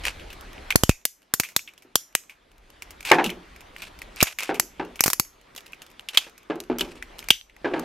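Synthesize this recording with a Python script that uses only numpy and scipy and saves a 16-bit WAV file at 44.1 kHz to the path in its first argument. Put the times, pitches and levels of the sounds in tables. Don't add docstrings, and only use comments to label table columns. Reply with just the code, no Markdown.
import sys
import numpy as np
from scipy import signal
from scipy.io import wavfile
from scipy.ndimage import uniform_filter1d

SR = 44100
rng = np.random.default_rng(int(sys.argv[2]) if len(sys.argv) > 2 else 0)


def put_to_file(sound):
    columns = np.atleast_2d(sound).T
    safe = np.clip(columns, -1, 1)
    whole_steps = np.round(safe * 32767)
    wavfile.write(sys.argv[1], SR, whole_steps.astype(np.int16))


N = 345744

# [t/s, shell peak level/dB, shell pitch f/Hz,
# brightness: rms level re shell peak/dB, rattle t60/s]
JOINT_CLICKS = [(.0516, -12.5, 2330, -21, 0.026), (0.081, -10, 2480, -32, 0.011),
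                (0.1957, -31.5, 2650, -29, 0.13), (.3024, -30, 2700, -23.5, 0.082),
                (.579, -32, 2180, -50, 0.022), (0.7042, -9.5, 2200, -23, 0.037),
                (.715, -21.5, 2440, -20.5, 0.013), (.7228, -12.5, 2400, -32.5, 0.023),
                (0.7571, -0.5, 1820, -14.5, .0083), (0.8345, -4.5, 3200, -14.5, .015),
                (.8928, -2, 2510, -19, 0.021), (0.91, -24, 2320, -17.5, 0.035),
                (1.052, -22, 3620, 1, 0.016), (1.228, -51, 2800, -17.5, .04), (1.3375, -26, 2790, 6, 0.027),
                (1.398, -8.5, 2480, -11.5, 0.03), (1.4338, -19, 2340, -19, 0.13),
                (1.487, -34.5, 2300, -14, 0.15), (1.563, -6, 3680, -12.5, 0.016),
                (1.5913, -23.5, 2410, -23.5, 0.036), (1.675, -30, 2400, -28.5, 0.098),
                (1.7774, -39.5, 3260, -16.5, 0.048), (1.8216, -43.5, 2440, -14.5, 0.084),
                (1.955, -5.5, 3350, -10, 0.017), (2.1505, -2.5, 2060, -16.5, 0.013),
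                (2.295, -31.5, 2260, -23, 0.14), (2.821, -24.5, 2300, -17.5, 0.037),
                (2.9057, -35, 2840, -11, 0.037), (3.0057, -30, 2380, -17, 0.029),
                (3.027, -35, 2350, -16, .036), (3.05, -20.5, 2500, -17.5, 0.2),
                (3.1153, 8.5, 2100, -33, 0.017), (3.2413, -16, 2750, -17.5, 0.092),
                (3.261, -14, 2710, -25, 0.099), (3.2926, -21.5, 2340, -28, 0.13),
                (3.301, -20.5, 3000, -20, .03), (3.5611, -35, 2380, -20, 0.027),
                (3.6127, -40, 2350, -21, 0.047), (3.7623, -25, 1900, -40, 0.018),
                (3.8194, -25.5, 2550, -18.5, 0.088), (4.0169, -24, 1980, -22, 0.032),
                (4.16, -35.5, 2400, -11.5, .0095), (4.2037, -9, 2370, -25, 0.098),
                (4.2115, -13, 3800, -17.5, 0.026), (4.2273, -15.5, 1930, 0.5, 0.023),
                (4.2776, -24.5, 2660, -25, 0.099), (4.386, -15, 2320, -18.5, 0.089),
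                (4.4048, -18, 2270, -18.5, 0.0079), (4.432, -19.5, 2270, -15, 0.034),
                (4.543, -25, 2280, -17.5, 0.12), (4.597, -7, 2120, -10, 0.015),
                (4.9566, -31, 2360, -17, 0.071), (4.9922, -20.5, 2160, -30, 0.057),
                (5.0062, -5, 2340, -9.5, 0.0083), (5.0378, -12.5, 1820, -5.5, 0.025),
                (5.0603, -23, 2340, 0, 0.071), (5.0785, -23.5, 2600, -0.5, 0.034),
                (5.1007, -21, 2350, -5, 0.04), (5.1316, -24.5, 3060, 2.5, 0.022),
                (5.1968, -17.5, 3140, -1.5, 0.017), (5.5615, -32.5, 3340, -10.5, 0.042),
                (5.5769, -28.5, 2760, -15.5, 0.045), (5.732, -25, 2190, -30.5, 0.032),
                (5.8182, -30, 2760, -17.5, 0.057), (5.9942, -22.5, 2840, -30, 0.013),
                (6.0863, -16.5, 3050, -22.5, 0.042), (6.1477, -20.5, 2880, -21.5, .037),
                (6.1723, 3, 3110, -23.5, 0.042), (6.3782, -38, 2160, -14, 0.032),
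                (6.6018, -25, 4000, -15, 0.016), (6.7842, -24.5, 2350, -11, 0.032),
                (6.7933, -19, 3220, -20, 0.062), (6.8079, -13, 2860, -18.5, 0.042),
                (7.0241, -19.5, 2030, -26, 0.033), (7.1901, -26.5, 3600, -16, 0.032),
                (7.226, -30, 2200, -25.5, 0.026), (7.2855, -15, 2280, -18.5, 0.022),
                (7.3039, 12.5, 2876, -28, 0.019), (7.4112, -26.5, 3240, -35, 0.0094),
                (7.496, -40, 2314, -29, 0.049), (7.564, -36.5, 1960, -25.5, 0.019),
                (7.7942, -37.5, 2250, -4, 0.013)]
# [f/Hz, width f/Hz, level/dB]
LOW_MODES = [(697, 2510, -11), (1220, 2720, -1.5)]
# [multiple of the pitch, width f/Hz before spreading, level/dB]
SHELL_MODES = [(1, 576, 1), (1.3, 2370, -1.5), (1.1, 2800, -3)]
# [f/Hz, width f/Hz, level/dB]
UPPER_MODES = [(5450, 3010, 12), (6665, 990, 14), (8280, 4280, 10)]
# [f/Hz, width f/Hz, level/dB]
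TOP_MODES = [(10880, 4600, -1.5), (12900, 2000, 1.5), (15100, 3000, -5)]
# [start t/s, level-peak t/s, stop t/s, nominal level/dB],
# not always in time order
FINGER_SCRAPES = [(.03, 0.073, 0.12, -27.5), (3.046, 3.107, 3.112, -23.5), (3.095, 3.186, 3.164, -25.5),
                  (3.74, 3.848, 3.9, -42.5), (4.155, 4.216, 4.34, -30.5), (4.378, 4.416, 4.513, -35),
                  (6.092, 6.167, 6.3, -37), (6.779, 6.781, 7, -43.5), (7.715, 7.755, 7.7, -32)]
# [t/s, peak level/dB, hardness: tilt level/dB per octave up to 880 Hz,
# shaking t60/s, extra level of the largest panel/dB]
SET_KNOCKS = [(1.849, -47, -6, 0.27, -38.5), (3.114, 1, 16, 0.37, 10), (3.184, -8.5, 12, 0.44, -30),
              (3.258, -24, -28.5, 0.12, -14.5), (4.492, -12, 8, 0.33, -8), (4.796, -16.5, 5, 0.33, -10),
              (6.267, -36.5, 10, 0.12, -12), (6.499, -16.5, 2.5, 0.35, -12), (6.699, -12.5, -2, 0.32, -19),
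              (6.807, -22.5, -2.5, 0.55, -8.5), (7.645, -11, 6, 0.49, -11), (7.736, -14, 5.5, 0.81, -8)]
# [nominal f/Hz, relative level/dB, t60/s]
SET_PANELS = [(177.3, 1, 0.39), (239.2, -4, 0.33), (350, 3, 0.03), (444, -2.5, 0.11), (468, -2, 0.011),
              (725, -6.5, 0.12), (778, -5, 0.021), (996, -11, 0.025), (1082, -13.5, 0.075),
              (1665, -5, 0.027), (2100, -6, 0.0019), (2970, -33, 0.031)]
# [t/s, nominal level/dB, speed of the first swing f/Hz,
# signed share in left, signed share in right]
MIC_LURCHES = [(0.7566, 4, 221, 1, 0.98), (.7595, 8, 240, .9, -.9), (0.8358, 4.5, 150, .9, .9),
               (0.8943, 11, 140, -.9, -.9), (1.339, -3, 300, 0.39, 0.49), (1.4, -2.5, 300, 0.62, 0.79),
               (1.565, 0.5, 304, 0.22, 0.47), (1.956, -5.5, 300, 0.82, 0.51), (2.152, -6.5, 400, 1, -0.3),
               (4.227, 5, 250, 0.85, 0.8), (4.2295, 3, 330, .9, -.9), (4.597, -6, 298, 0.82, 0.054),
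               (5.007, -6, 310, 0.99, 0.41), (5.060, 3.5, 350, 0.25, 0.68), (5.080, -2.5, 352, 1, 0.77),
               (5.199, -1.5, 300, 0.81, 0.76), (7.308, -1.5, 300, 0.8, 0.29)]
# [f/Hz, t60/s]
ROOM_DECAY = [(200, 0.39), (1000, 0.27), (3000, 0.17), (6000, 0.29), (12000, 0.26)]
# [f/Hz, relative level/dB]
ROOM_TINT = [(200, -27), (1000, -18), (2700, 2), (4200, -3), (6000, 5), (8800, -5), (11000, 0), (14000, -1),
             (15800, -14)]
# [f/Hz, relative level/dB per Hz]
HISS_SPECTRUM = [(59, -20.5), (100, -9), (373, -5), (513, -7), (583, -5.5), (1650, -10.5), (2270, -11.5),
                 (3470, -15.5), (7140, -27), (13200, -33.5), (16000, -49)]
# [f/Hz, relative level/dB per Hz]
RUMBLE_SPECTRUM = [(8.8, -34.5), (15, -7.5), (27, 2), (48, 5), (70, -4), (130, -18.5), (170, -27.5),
                   (290, -120)]
# [f/Hz, left-right correlation]
AIR_LIKENESS = [(60, 1.0), (130, 0.94), (290, 0.88), (640, -0.028), (1410, 0.29), (3100, 1), (6820, 0.25),
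                (15000, -0.11)]
# [t/s, hiss level/dB, rumble level/dB]
BACKGROUND_LEVELS = [(0, -43, -42), (.4, -47.5, -45), (0.741, -45.5, -47.5), (1.1, -71, -80.5),
                     (1.33, -61, -79), (2.299, -62.5, -75), (2.55, -61, -61), (2.9, -52, -55),
                     (4.15, -50.5, -51.5), (4.3, -60.5, -65), (4.9, -52, -56), (5.302, -60, -64),
                     (5.6, -53.5, -65.5), (6.449, -57, -68), (6.8, -56, -50), (7.27, -48.5, -52),
                     (7.401, -67.5, -66), (7.84, -44, -54)]

LOW_DB, LOW_SLOPE, TOP_DB, TOP_SLOPE = -5.5, 1, -0.35, 1.193
CRACK, CRACK_S = 9.1, 0.00006
TIGHT_S = 0.013
SKEW_S = 0.0001
SCRAPE_START_DB, SCRAPE_END_DB = -18.5, -12.5
BLOW, BLOW_S = 1.31, 0.00043
ROOM_SAME = 0.88
EDGE_HZ = 16200


def tooth(shell_db, pitch_hz, bright_db, t60):
    low_db = LOW_DB + LOW_SLOPE * bright_db
    top_db = TOP_DB + TOP_SLOPE * bright_db
    return click(shell_db, pitch_hz, low_db, bright_db, top_db, t60)


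def click(shell_db, pitch_hz, low_db, upper_db, top_db, t60):
    t = np.arange(SR // 10) / SR
    crack_s = 0.0013
    creep = (1 - np.exp(-t / 0.0004)) ** 3
    onset = creep * (1 + 1.6 * np.exp(-((t - crack_s) / 0.0006) ** 2))

    rattle = onset * gain_of(-60 * t / max(t60, 0.003)) * pair(len(t), same=0.96)
    push_s = crack_s + rng.uniform(-1, 1, size=(2, 1)) * SKEW_S
    push = CRACK * np.exp(-((t - push_s) / CRACK_S) ** 2 - t60 / TIGHT_S)
    body_drive = rattle + push
    small_drive = onset * gain_of(-60 * t / (t60 + 0.012)) * pair(len(t), same=0.55)

    shell = ring(body_drive, SHELL_MODES, pitch_hz, spread=1 + 0.0017 / max(t60, 0.003))
    out = shell / abs(shell).max()
    side_rings = [(low_db, LOW_MODES, body_drive),
                  (upper_db, UPPER_MODES, small_drive),
                  (top_db, TOP_MODES, small_drive)]
    for level_db, modes, drive in side_rings:
        part = ring(drive, modes)
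        out = out + gain_of(level_db) * part / part[:, :SR // 100].std()
    return gain_of(shell_db) * out


def ring(x, modes, scale=1, spread=1):
    out = 0
    for k, (hz, width, db) in enumerate(modes):
        b, a = signal.iirpeak(min(hz * scale, SR / 2.2), hz * scale / (width * spread), SR)
        once = signal.lfilter(b, a, x)
        out = out + (-1) ** k * gain_of(db) * signal.lfilter(b, a, once)
    return out


def scrape(start, loudest, stop, nominal_db):
    points = (start, loudest, stop)
    level_db = nominal_db + np.array([SCRAPE_START_DB, 0, SCRAPE_END_DB])
    t = np.arange(start, stop, 1 / SR)
    sizes = gain_of(4.0 * np.minimum(rng.exponential(1, len(t)), 4))
    slips = sizes * (rng.random(len(t)) < 300 / SR)
    decay = np.exp(-1 / (0.006 * SR))
    drive = signal.lfilter([1], [1, -decay], slips) * pair(len(t), same=0.87)

    sound = ring(drive, SHELL_MODES, 2470)
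    for db, modes in (-3.0, LOW_MODES), (-25.5, UPPER_MODES), (-28, TOP_MODES):
        sound = sound + gain_of(db) * ring(drive, modes)
    envelope = gain_of(np.interp(t, points, level_db)) * signal.windows.tukey(len(t), 0.15)
    return start, evened(sound) * envelope


def fidget(level_db):
    out = np.zeros((2, N))
    for place, size, pitch in rng.random((60, 3)):
        at = place * (N - 1)
        tick_db, pitch_hz = level_db[int(at)] + 9 * size, 2100 + 1000 * pitch
        tick = click(tick_db, pitch_hz, low_db=-17.5, upper_db=-16.0, top_db=-18.5, t60=0.025)
        add(out, at / SR, tick)
    return out


def knock(peak_db, hardness_db, t60, largest_db):
    t = np.arange(SR // 2) / SR
    lumps = gain_of(2 * evened(uniform_filter1d(rng.standard_normal(len(t)), size=200)))
    envelope = (1 - np.exp(-t / 0.0003)) * lumps * gain_of(-60 * t / max(t60, 0.01))
    blow = BLOW * np.exp(-((t - BLOW_S) / (BLOW_S / 2)) ** 2)
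    drive = envelope * pair(len(t), same=0.97) + blow

    out = 0
    for k, (hz, db, ring_s) in enumerate(SET_PANELS):
        level_db = db + hardness_db * np.log2(min(hz, 880) / 350) + largest_db * (k == 0)
        level_db = level_db - 120 * t * max(np.log2(hz / 350), 0)
        level = (-1) ** k * gain_of(level_db) * np.sqrt(ring_s)
        for shift in rng.uniform(-1, 1, size=3):
            b, a = signal.iirpeak(hz * (1 + shift / 20), hz * ring_s * np.pi / np.log(1000), SR)
            out = out + level * signal.lfilter(b, a, drive)
    out = signal.lfilter(*signal.butter(2, [130, 2400], "band", fs=SR), out)
    return gain_of(peak_db) * out / abs(out).max()


def lurch(level_db, hz, left, right):
    u = 2 * np.pi * hz * np.arange(SR // 12) / SR
    slowing = np.cos(5.0 * np.log(1 + u / 5.3))
    swing = slowing * (1 + u / 0.52) ** -1.1 * np.exp(-0.04 * u)
    return gain_of(level_db) * np.outer([left, right], swing * (1 - np.exp(-6 * u)))


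def room(x, tail_db):
    taps = np.zeros((2, SR // 2))
    grid = np.arange(200, SR // 2 - 20, 20)
    at = grid + rng.integers(0, 20, (2, len(grid)))
    np.put_along_axis(taps, at, rng.choice([-1., 1.], at.shape), 1)
    hz, t, bands = signal.stft(taps, SR, nperseg=256)
    decay_db = -60 * t / read(ROOM_DECAY, hz)[:, None]
    bands = bands * gain_of(read(ROOM_TINT, hz)[:, None] + decay_db)
    left, other = signal.istft(bands, SR, nperseg=256)[1]
    tail = np.array([left, ROOM_SAME * left + np.sqrt(1 - ROOM_SAME ** 2) * other])
    tail = gain_of(tail_db) * tail / np.linalg.norm(left)
    return signal.fftconvolve(x, tail, axes=1)[:, :N]


def air(spectrum, level_db, size, patchy_db):
    hz, frames = np.fft.rfftfreq(size, 1 / SR), 4 * N // size + 5
    a, b, c, d, patches = rng.standard_normal((frames, len(hz), 5)).T
    patches = uniform_filter1d(patches, size=12, axis=0)
    patches = evened(uniform_filter1d(patches, size=8, axis=1))
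    same = np.clip(read(AIR_LIKENESS, hz), -1, 1)[:, None]
    left = a + 1j * b
    bands = np.array([left, same * left + np.sqrt(1 - same ** 2) * (c + 1j * d)])
    bands *= gain_of(read(spectrum, hz)[:, None] + patchy_db * patches)
    noise = signal.istft(bands, nperseg=size, noverlap=3 * size // 4)[1][:, :N]
    return evened(noise) * gain_of(level_db)


def pair(count, same):
    a, b = rng.standard_normal((2, count))
    return np.array([a, same * a + np.sqrt(max(1 - same ** 2, 0)) * b])


def gain_of(db):
    return 10 ** (np.asarray(db) / 20)


def evened(x):
    return x / np.sqrt(np.mean(x ** 2) + 1e-20)


def read(points, hz):
    f, value = np.transpose(points)
    return np.interp(np.log(hz + 1), np.log(f + 1), value)


def add(mix, s, sound):
    part = mix[:, round(s * SR):][:, :sound.shape[1]]
    part += sound[:, :part.shape[1]]


def scene():
    near, jolts = np.zeros((2, 2, N))
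    for s, *row in JOINT_CLICKS:
        add(near, s, tooth(*row))
    for row in FINGER_SCRAPES:
        add(near, *scrape(*row))
    for s, *row in SET_KNOCKS:
        add(near, s, knock(*row))
    for s, *row in MIC_LURCHES:
        add(jolts, s, lurch(*row))

    times, *levels = np.transpose(BACKGROUND_LEVELS)
    hiss_db, rumble_db = (np.interp(np.arange(N) / SR, times, db) for db in levels)
    near += fidget(hiss_db + 7)
    background = air(HISS_SPECTRUM, hiss_db, size=1024, patchy_db=2.0)
    background += air(RUMBLE_SPECTRUM, rumble_db, size=4096, patchy_db=0.0)
    return near + room(near, tail_db=-20.5) + jolts + background


def record(dry):
    dulled = signal.lfilter(*signal.butter(4, 15000, fs=SR), dry)
    saturated = 1.03 * dulled / (1 + dulled ** 6) ** (1 / 6)
    edge = signal.firwin(511, EDGE_HZ, window=("kaiser", 9), fs=SR)[None]
    return np.clip(signal.oaconvolve(saturated, edge, "same"), -1, 1)


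dry = scene()
out = record(dry)
put_to_file(out)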